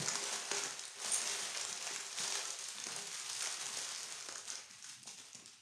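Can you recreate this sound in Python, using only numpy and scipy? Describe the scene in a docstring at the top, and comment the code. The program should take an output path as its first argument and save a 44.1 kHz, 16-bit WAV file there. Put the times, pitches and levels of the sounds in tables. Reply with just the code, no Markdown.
"""A soft low thud on a table top and a swell of dense crackle come first,
over a faint low hum with a thin steady hiss near 2.7 kHz.
Gloved hands fold and twist a sheet of baking paper on a kitchen table, a metre from the microphone.
Creases buckle as clumped short pings and as sharp snaps of filtered noise; a taut edge rasps briefly.
Larger panels and the table's modes answer lower down; a hard-walled kitchen adds echoes and a short tail."""
import sys
import numpy as np
from scipy import signal
from scipy.fft import rfft, irfft
from scipy.io import wavfile

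SR = 44100
rng = np.random.default_rng(int(sys.argv[2]) if len(sys.argv) > 2 else 0)


def unload_audio(sound):
    """Save the sound as a 16-bit wav file, at the path given as the first command line argument."""
    columns = np.transpose(np.atleast_2d(sound))
    # keep every value between -1 and 1, then stretch to whole-number steps
    steps = np.round(np.clip(columns, -1, 1) * 32767)
    wavfile.write(sys.argv[1], SR, steps.astype(np.int16))


N = 247439


def gain_of(db):
    """Level definition: decibels become an amplitude factor."""
    return 10 ** (np.asarray(db) / 20)


def evened(x):
    """Power normalisation: scales a signal to rms 1."""
    return x / np.sqrt(np.mean(x ** 2) + 1e-20)


def read(points, hz):
    """Logarithmic frequency scale: interpolates a curve evenly per octave."""
    f, value = np.transpose(points)
    return np.interp(np.log(hz + 1), np.log(f + 1), value)


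def follow(rows):
    """Piecewise-linear envelopes: each column of a timed table at every sample."""
    s, *columns = np.transpose(rows)
    return [np.interp(np.arange(N) / SR, s, column) for column in columns]


def resonate(x, hz, width):
    """Simple resonance: a second-order peak filter with gain 1 at its centre."""
    b, a = signal.iirpeak(hz, hz / width, SR)
    return signal.lfilter(b, a, x)


def ping(hz, cycles):
    """Damped free oscillation: a buckling patch rings for a few dying cycles, energy 1."""
    turns = np.arange(0, 7 * cycles, hz / SR)
    onset = 1 - np.exp(-turns / 0.81)
    wave = np.sin(2 * np.pi * turns) * np.exp(-turns / cycles) * onset
    return wave / np.linalg.norm(wave)


# Noise spectrum of the idle room, relative: (frequency [Hz], density [dB per Hz])
ROOM_SPECTRUM = [(18, -44), (30, -3), (115, 9), (156, -21), (300, -19), (1480, -33), (2680, 0), (3740, -15),
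                 (6600, -19), (14300, -32)]
ROOM_DB = -65.5  # rms level


def idle_room():
    """Stationary coloured noise: white noise shaped into a low hum and a thin hiss near 2.7 kHz."""
    spectrum = rfft(rng.standard_normal(N))
    shaped = spectrum * gain_of(read(ROOM_SPECTRUM, np.fft.rfftfreq(N, 1 / SR)))
    return gain_of(ROOM_DB) * evened(irfft(shaped, N))


# A hand or the parcel lands, before the table responds: (time [s], peak level [dB], pitch [Hz])
THUDS = [(0.0, -27.5, 145), (0.226, -35, 400), (0.325, -58, 345), (0.5127, -25, 794), (0.517, -27.5, 403),
         (1.91, -35.5, 410), (2.198, -40.5, 180), (2.869, -37, 380), (2.878, -40, 250), (3.472, -40.5, 325),
         (3.772, -33.5, 570), (4.288, -40, 322), (5.057, -44, 700), (5.073, -51, 292), (5.35, -46, 202),
         (5.388, -53, 215), (5.424, -48, 300)]


def thuds():
    """Impact excitation: each landing is one soft, heavily damped push."""
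    out = np.zeros(N + SR)
    for s, peak_db, hz in THUDS:
        push = ping(hz, cycles=0.72)
        at = round(s * SR)
        out[at:at + len(push)] += gain_of(peak_db) * push / abs(push).max()
    return out[:N]


# Modes of the table top: (frequency [Hz], width [Hz], level [dB])
TABLE_MODES = [(123.8, 2.4, -8), (208.5, 13, -8), (403.9, 6.4, 2.5)]


def table(x):
    """Modal superposition: pressure on the top is heard directly and through its modes."""
    modes = sum(gain_of(db) * resonate(x, hz, width) for hz, width, db in TABLE_MODES)
    return 0.63 * x + modes


# Each squeeze or twist swells, then dies away; the last three levels are relative to the crackle:
# (start [s], swell [s], crackle [dB], fade [dB/s], small panels [dB], large panels [dB], weight [dB])
SQUEEZES = [(-0.02, 0.0086, -41.5, 22.5, -3, -5.5, -9.5), (0.2, 0.026, -44.5, 13.5, -2.5, -6.5, -30),
            (0.31, 0.033, -45, 71, -11, -17, -16), (0.5, 0.064, -39.5, 60, -4, -10, -18),
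            (.62, 0.036, -49.5, 77, -3, -2, -5.5), (0.77, 0.13, -57, 33, -3.5, -26, -23),
            (0.93, 0.11, -45, 43, -5, -10.5, -26), (1.04, 0.031, -39, 26, -7.5, -11, -21.5),
            (1.1, 0.12, -42.5, 35, -5, -10, -18.5), (1.24, 0.037, -44, 11, -4.5, -10.5, -17),
            (1.36, 0.032, -44, 40, -5, -8.5, -33), (1.53, 0.014, -47, 25, -4, -8.5, -30),
            (1.63, .04, -49.5, 24, -10, -10, -12), (1.75, 0.072, -53, 22, -2, -5, -24),
            (1.85, 0.029, -40.5, 66, -4.5, -17, -35), (1.94, 0.024, -48, 53, -4, -12, -15),
            (2.04, 0.11, -52, 23, -4, -10, -18), (2.15, 0.051, -40.5, 22.5, -6.5, -11, -21.5),
            (2.28, 0.12, -43.5, 59, -5.5, -6.5, -36), (2.44, 0.011, -58, 53, 0, -9, -35),
            (2.58, 0.038, -48, 18, -8, -23, -26), (2.74, 0.028, -47, 31, -7, -13, -13),
            (2.85, 0.017, -46.5, 37, -3, -6.5, -15), (2.94, 0.037, -52, 58, -5, -16, -4),
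            (3.06, 0.094, -43.5, 22.5, -7, -17.5, -36), (3.23, 0.035, -44.5, 19, -8, -14, -20.5),
            (3.385, 0.056, -40.5, 80, -5, -11.5, -36), (3.49, 0.12, -51.5, 26, -0.5, -8, -20),
            (3.6, 0.099, -44.5, 13.5, -8, -14, -18.5), (3.75, 0.0046, -43.5, 31, -10, -12.5, -33),
            (3.84, 0.025, -47.5, 51.5, -4, -28, -28), (3.97, 0.14, -55.5, 36, 1.5, -5, -14),
            (4.19, 0.016, -58.5, 64, -17, 0, -25), (4.28, 0.082, -55, 61, -13, -3.5, -12),
            (4.455, 0.038, -50, 68, -3.5, -12.5, -18), (4.53, 0.013, -56, 76, 0.5, -2.5, -17),
            (4.68, 0.0082, -53.5, 41, -5.5, -35, -11.5), (4.81, 0.098, -51.5, 97, -8, -45, -15.5),
            (4.95, 0.1, -65, 64, -13, -21, 4.5), (5.063, 0.016, -48, 87, -15.5, -14, -21),
            (5.16, 0.021, -55, 47, -6.5, -11, -12), (5.34, 0.0071, -60.5, 40, -2, -8, -8),
            (5.45, 0.02, -57.5, 52, -10, -32, -8)]
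# Factors on each squeeze's fade: (crackle [ratio], small panels [ratio], large panels [ratio], weight [ratio])
FADE_SPEEDS = [1.374, 1.39, 1.55, 1.73]
SWELL_BEND = 1.2  # power grows as this exponent of the swell time


def handling():
    """Incoherent addition: the powers of all squeezes add, giving four level curves."""
    start, swell, crackle_db, fade, *panels_db = np.transpose(SQUEEZES)
    step = 64  # samples between points of the curves
    age = np.arange(0, N + step, step)[:, None] / SR - start
    rising = np.clip(age / swell, 0, 1) ** SWELL_BEND
    faded_db = fade * np.maximum(age - swell, 0)
    curves = []
    for relative_db, speed in zip([0, *panels_db], FADE_SPEEDS):
        amplitude = gain_of(crackle_db + relative_db - speed * faded_db)
        level = np.sqrt((rising * amplitude ** 2).sum(axis=1))
        curves.append(np.interp(np.arange(N) / step, np.arange(len(level)), level))
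    return curves


def clumping(length_ms, depth_db):
    """Cascade triggering: a crease sets off its neighbours, so buckling comes in fast-starting bursts."""
    # a second of lead-in lets the drift settle
    kicks = rng.standard_normal(N + SR) * (rng.random(N + SR) < 400 / SR)
    decay = np.exp(-1000 / (length_ms * SR))
    drift = signal.lfilter([1], [1, -decay], abs(kicks))[SR:]
    burst = gain_of(depth_db * evened(drift - drift.mean()))
    return burst / burst.mean()


def grains(lo_hz, hi_hz, per_s, cycles, spread_db, clumps, count):
    """Random impulse excitation: each pitch has its own sparse train, and all crowd into the same clumps."""
    out = np.zeros(N)
    for hz in np.geomspace(lo_hz, hi_hz, count):
        fires = rng.random(N) < per_s / count / SR * clumps
        size_db = spread_db * np.minimum(rng.exponential(1, N), 5)
        size = gain_of(size_db) * rng.choice([-1, 1], N)
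        out += np.sqrt(hz) * signal.oaconvolve(fires * size, ping(hz, cycles))[:N]
    # a small patch is too small to radiate far below its own pitch
    highpass = signal.butter(4, 0.67 * lo_hz, "highpass", fs=SR, output="sos")
    return evened(signal.sosfilt(highpass, out))


def crackle():
    """Size scaling: small creases ring high, panels of the parcel lower, the load on the table lowest."""
    creases, small_panels, large_panels, weight = handling()
    clumps = clumping(length_ms=8., depth_db=5.5)
    even = clumps ** 0.55  # bigger panels buckle more evenly
    fine = grains(2910, 8700, per_s=3000, cycles=1.34, spread_db=1.0, clumps=clumps, count=16)
    sheen = grains(9900, 12400, per_s=4300, cycles=1.4, spread_db=.6, clumps=clumps, count=4)
    small = grains(925, 2554, per_s=2200, cycles=1.08, spread_db=1.5, clumps=even, count=8)
    large = grains(396.0, 910, per_s=900, cycles=1.0, spread_db=2.5, clumps=even, count=8)
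    pushes = grains(95.0, 276, per_s=300, cycles=1.73, spread_db=3.0, clumps=even, count=5)
    panels = small_panels * small + large_panels * evened(table(large))
    load = weight * evened(table(pushes))
    return creases * (fine + gain_of(-6.5) * sheen) + panels + load


# Decay time of the room: (frequency [Hz], t60 [s])
KITCHEN_DECAY = [(150, 0.3), (800, 0.36), (3000, 0.5), (9000, 0.35)]


def tail():
    """Frequency-dependent reverberation: random-sign taps die at each band's own speed, energy 1."""
    taps = np.zeros(SR // 2)
    at = np.arange(600, len(taps) - 20, 20)
    taps[at + rng.integers(0, 20, len(at))] = rng.choice([-1., 1.], len(at))
    hz, t, z = signal.stft(taps, SR, nperseg=256)
    fall_db = -60 * t / read(KITCHEN_DECAY, hz)[:, None]
    decay = signal.istft(z * gain_of(fall_db), SR, nperseg=256)[1]
    return decay / np.linalg.norm(decay)


# Early reflections from table, wall and cupboards: (nominal delay [ms], level [dB])
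ECHOES = [(1.1, -37), (5.6, -16.5), (8.3, -14), (12.5, -18)]
TAIL_DB = -3  # energy of the tail re the direct sound


def kitchen(x):
    """Image-source variation: the hands keep moving, so echoes and tail drift among several places."""
    out, places = x.copy(), 4
    turn = np.arange(N) / SR / .35  # one round of the places takes 0.35 s
    for place in range(places):
        response = gain_of(TAIL_DB) * tail()
        for ms, db in ECHOES:
            delay_ms = ms * (1 + .08 * rng.uniform(-1, 1))
            response[round(delay_ms * SR / 1000)] += gain_of(db)
        # equal-power crossfade between neighbouring places
        away = abs((turn - place / places + .5) % 1 - .5) * places
        share = np.cos(np.pi / 2 * np.minimum(away, 1))
        out += signal.fftconvolve(x * share, response)[:N]
    return out


# Single creases that snap; nominal peak, knock level relative to the snap's tick:
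# (time [s], peak level [dB], pitch [Hz], knock level [dB], knock pitch [Hz], decay [ms])
SNAPS = [(0.0592, -23.5, 5840, -11, 925, 3), (0.075, -29, 6000, 4, 1500, 1.9),
         (0.0825, -21, 6570, -4, 1360, 5.1), (0.0885, -21, 5700, -10, 915, 2.4),
         (0.095, -37, 6000, -21, 1500, 1.4), (0.146, -27, 7000, 0.5, 1600, 1.2),
         (0.1544, -17.5, 5800, -4.5, 1260, 1.2), (0.159, -24, 6500, -20, 1500, 0.75),
         (0.2286, -30, 6500, -13, 1330, 2.7), (0.2391, -19.5, 6200, -12, 1500, 0.55),
         (0.3262, -25, 6060, -10, 556, 2.9), (0.359, -25.5, 6200, -0.5, 1100, 1.4),
         (0.4866, -31.5, 6600, 1, 1500, 1.5), (0.508, -40, 6000, -17, 2000, 1.2),
         (0.5141, -26, 6400, 10.5, 1820, 0.65), (0.516, -21, 5500, -13, 1900, 2.4),
         (0.5464, -28, 6600, -28, 412, 3.7), (0.5677, -24, 6000, -8, 890, 3.5),
         (0.5823, -23, 6400, -20, 1490, 1.3), (0.6357, -22.5, 6560, -9, 420, 2.6),
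         (0.708, -25.5, 6200, -20, 1500, .7), (0.7928, -25, 5900, -25, 2310, 2),
         (0.837, -28.5, 3800, -48, 1260, 0.84), (0.853, -26, 8150, -20, 1500, .9),
         (0.8795, -27.5, 7000, -27, 2000, 0.69), (1.0006, -27.5, 7600, -7, 890, 0.59),
         (1.019, -28, 8500, -20, 1640, 1.2), (1.0465, -23, 5500, -3.5, 730, 1.2),
         (1.0595, -27, 6300, -21, 2200, 1.1), (1.12, -23, 9000, -34, 401, 2),
         (1.1355, -22, 8900, -16, 810, 1.9), (1.143, -12.5, 8950, -32, 814, 1.3),
         (1.216, -24, 6570, -15, 1137, 2.3), (1.2312, -28, 7000, -19, 1500, 1.2),
         (1.274, -22.5, 6330, -23, 1520, 2.2), (1.2972, -23, 6600, -11, 900, 1.1),
         (1.3176, -27, 5560, -13, 2400, 0.92), (1.5469, -30.5, 5570, 4, 2170, 4.1),
         (1.5728, -21.5, 6540, -27, 2020, 1.1), (1.611, -24.5, 6640, -27, 2400, 2.5),
         (1.65, -20.5, 6450, -9, 780, 0.86), (1.695, -27, 7500, -16, 2000, 0.64),
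         (1.727, -25, 5940, -17, 2490, 2.6), (1.774, -30, 4970, -23, 1910, 2.7),
         (1.825, -25.5, 6260, -18, 1680, 1.2), (1.8681, -24.5, 6470, -2, 736, 1),
         (1.875, -30, 6430, -2.5, 2460, 1.6), (1.9215, -31, 6200, -3, 800, 0.65),
         (1.9608, -19.5, 7300, -5, 1630, 0.53), (2.0078, -29, 6360, -23, 2350, 1.2),
         (2.065, -29.5, 6720, -17, 2360, 0.89), (2.0848, -36, 6500, -20, 2000, .7),
         (2.1271, -30, 4700, -11, 1720, 3.2), (2.1861, -20.5, 4200, -4, 2470, 0.57),
         (2.237, -37, 5840, 1, 950, 1.1), (2.277, -25, 6030, -6.5, 900, 5.3),
         (2.3228, -22, 5550, -3.5, 2170, 1.6), (2.3534, -28.5, 7000, 3, 794, 2.3),
         (2.454, -23.5, 6600, -13, 1930, 0.78), (2.504, -24, 6800, -17, 744, 2.3),
         (2.5878, -28, 6740, -26, 2260, 2), (2.639, -28, 6230, -29, 2430, 2.4),
         (2.686, -23.5, 8700, -22, 2430, 1), (2.783, -28, 3400, -5, 920, 1.7),
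         (2.8, -27.5, 6400, -17, 1820, 1.5), (2.839, -25.5, 6160, -8, 2410, 2.6),
         (2.8676, -24.5, 6160, -5, 695, 1.5), (2.9624, -24, 8800, -9, 780, 1.1),
         (2.9882, -34, 6580, 5.5, 2350, 0.72), (3.0226, -28, 6150, -16, 2000, 0.74),
         (3.078, -38, 7400, -22, 2000, .8), (3.1148, -29.5, 6000, -2, 1850, 1.1),
         (3.198, -26, 7160, -23, 2000, .7), (3.3307, -25, 6800, -16, 2420, 1.4),
         (3.393, -28, 8000, -20, 2000, 1), (3.422, -20.5, 7000, -5.5, 1440, 0.74),
         (3.4265, -20.5, 8500, -13, 1390, 0.76), (3.4318, -28, 7100, -23, 2400, 0.89),
         (3.44, -29, 6800, -19, 1500, 1.7), (3.448, -31, 6000, -5, 2400, .8),
         (3.459, -25.5, 6600, 1.5, 2000, 0.88), (3.4715, -25.5, 6000, 1, 700, 1.1),
         (3.503, -27, 6450, -22, 1940, 0.88), (3.525, -22, 6500, -18, 2000, 0.53),
         (3.542, -28, 5600, -18, 2400, .6), (3.658, -23, 7040, -19, 1980, .8),
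         (3.666, -23.5, 5530, -9, 2000, 0.85), (3.689, -29, 6600, -7, 2020, .8),
         (3.7708, -24, 6140, -29, 2210, 2.9), (3.785, -24, 8500, -11, 2000, 1.1),
         (3.789, -26, 6000, -5, 1390, 0.96), (3.7995, -28, 6400, -25, 2000, 0.72),
         (3.816, -29, 6600, -20, 2000, .8), (3.848, -29, 6000, -17, 2400, 1.3),
         (3.89, -25, 6170, -28, 2020, 0.58), (3.948, -27, 5530, -8, 1410, 1.3),
         (3.96, -26.5, 5440, -15, 2000, 0.97), (4.0306, -28, 5900, -21, 2200, 1.7),
         (4.0854, -30, 7000, -24, 2000, .8), (4.1232, -24.5, 7050, -11, 2420, 0.59),
         (4.202, -30, 5950, -17, 1310, .7), (4.208, -30, 5900, -11, 1310, 1.6),
         (4.2253, -31, 6500, -17, 2000, 1), (4.258, -39, 5800, -19, 2000, 1.2),
         (4.2865, -23, 5000, -4.5, 586, 0.46), (4.291, -27, 6700, 2, 1390, 0.36),
         (4.324, -30, 5860, -7, 900, 1.2), (4.3541, -32, 6500, -12, 1470, 1.5),
         (4.357, -25.5, 6460, -1.5, 1420, 0.76), (4.3807, -29, 7100, -25, 1470, 1.2),
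         (4.4535, -32, 6500, -20, 2000, 0.89), (4.4784, -30, 7500, -26, 2000, 0.86),
         (4.483, -28, 6230, -16, 2000, 0.75), (4.5018, -23, 6460, -18, 1550, 1.4),
         (4.5207, -29, 5500, -23, 2000, .6), (4.554, -28, 5700, -10, 2170, 2.6),
         (4.711, -35, 5600, -17, 2000, .8), (4.8245, -35.5, 6740, -23, 1700, 1.3),
         (4.8432, -33, 6430, -5, 1680, 1.3), (5.0304, -32.5, 8050, -47, 1830, 1),
         (5.035, -38, 5860, -26, 2000, 1.5), (5.074, -32, 5270, -5, 836, 1.1),
         (5.078, -34, 5600, -21, 900, 3.1), (5.089, -38, 6200, -3, 2400, 4.5),
         (5.119, -44, 6000, -20, 2400, 0.63), (5.1858, -37, 6100, -4, 2450, 1.2),
         (5.2146, -40, 6500, -20, 2000, .6), (5.3314, -32.5, 6500, -17.5, 2000, .6),
         (5.348, -33.5, 6100, -8.5, 2340, 1.5), (5.353, -32, 6050, -28, 2400, 0.84),
         (5.459, -31.5, 5660, -24, 2460, 0.9), (5.478, -39, 5300, -20, 2400, 1.2),
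         (5.499, -44, 6500, -11, 2400, 1)]


def snaps():
    """Snap-through buckling: a brief noise burst, strongest at its own pitch, on a low knock."""
    length = 1024
    out, t = np.zeros(N + length), np.arange(length) / SR
    noises = rng.standard_normal((len(SNAPS), 2, length))
    for (s, peak_db, hz, knock_db, knock_hz, ms), noise in zip(SNAPS, noises):
        shape = (1 - np.exp(-t / 0.00046)) ** 2 * np.exp(-t * 1000 / max(ms, .2))
        burst = noise[0] * shape
        broad = resonate(resonate(burst, 6800, 6100), 5400, 7500)
        tick = 0.28 * broad + 7.0 * resonate(burst, hz, 0.34 * hz)
        push = noise[1] * shape ** 0.8
        knock = resonate(push, knock_hz, 0.3 * knock_hz) + 0.12 * resonate(push, 1100, 2200)
        # a longer burst of the same peak holds more energy
        size = 0.4 * np.linalg.norm(shape) / shape.max()
        snap = tick / np.linalg.norm(tick) + gain_of(knock_db) * knock / np.linalg.norm(knock)
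        at = round(s * SR)
        out[at:at + length] += gain_of(peak_db) * size * snap
    return out[:N]


# A taut edge slides with a thin whistle: (time [s], upper band level [dB], lower band level [dB])
RASP = [(1.085, -62, -62), (1.103, -36, -54), (1.112, -51, -54), (1.121, -30, -54), (1.13, -38, -41),
        (1.14, -32.5, -44), (1.152, -50, -38.5), (1.18, -56, -52), (1.2, -45, -57), (1.22, -64, -54)]
# Its upper and lower band: (frequency [Hz], width [Hz])
RASP_BANDS = [(8860, 420), (6620, 120)]


def rasp():
    """Friction excitation: uneven slips of the sliding edge ring two narrow bands."""
    s = np.arange(N) / SR
    sliding = (s > RASP[0][0]) & (s < RASP[-1][0])
    slips = (rng.random(N) < 1500 / SR) * gain_of(1.7 * rng.exponential(1, N))
    out = np.zeros(N)
    for level_db, (hz, width) in zip(follow(RASP), RASP_BANDS):
        band = evened(resonate(resonate(slips, hz, width), hz, 2 * width))
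        out += gain_of(level_db) * band
    return sliding * out


def scene():
    """Linear superposition: paper and table sound in the kitchen, over the idle room's noise."""
    paper = crackle() + snaps() + rasp()
    return (kitchen(paper + table(thuds())) + idle_room())[None]


# Response of the microphone: (frequency [Hz], gain [dB])
MICROPHONE = [(30, -15), (70, -23.5), (130, -6.5), (400, -5), (4000, -3.5), (5200, -2.5), (6500, 0),
              (7900, -5.5), (9000, -1), (10300, -11), (13000, -19), (14300, -24)]
EDGE_HZ = 14450  # upper band limit


def record(dry):
    """Minimum-phase filtering: the microphone's colour acts causally, then the band is limited."""
    log_gain = np.log(gain_of(read(MICROPHONE, abs(np.fft.fftfreq(8192, 1 / SR)))))
    # the Hilbert transform of the log gain gives the minimum phase
    phase = -signal.hilbert(log_gain).imag
    colour = np.fft.ifft(np.exp(log_gain + 1j * phase)).real[:4096]
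    coloured = signal.oaconvolve(dry, colour[None])[:, :N]
    lowpass = signal.firwin(511, EDGE_HZ, window=("kaiser", 9), fs=SR)
    return signal.oaconvolve(coloured, lowpass[None], "same")


dry = scene()
out = record(dry)
unload_audio(out)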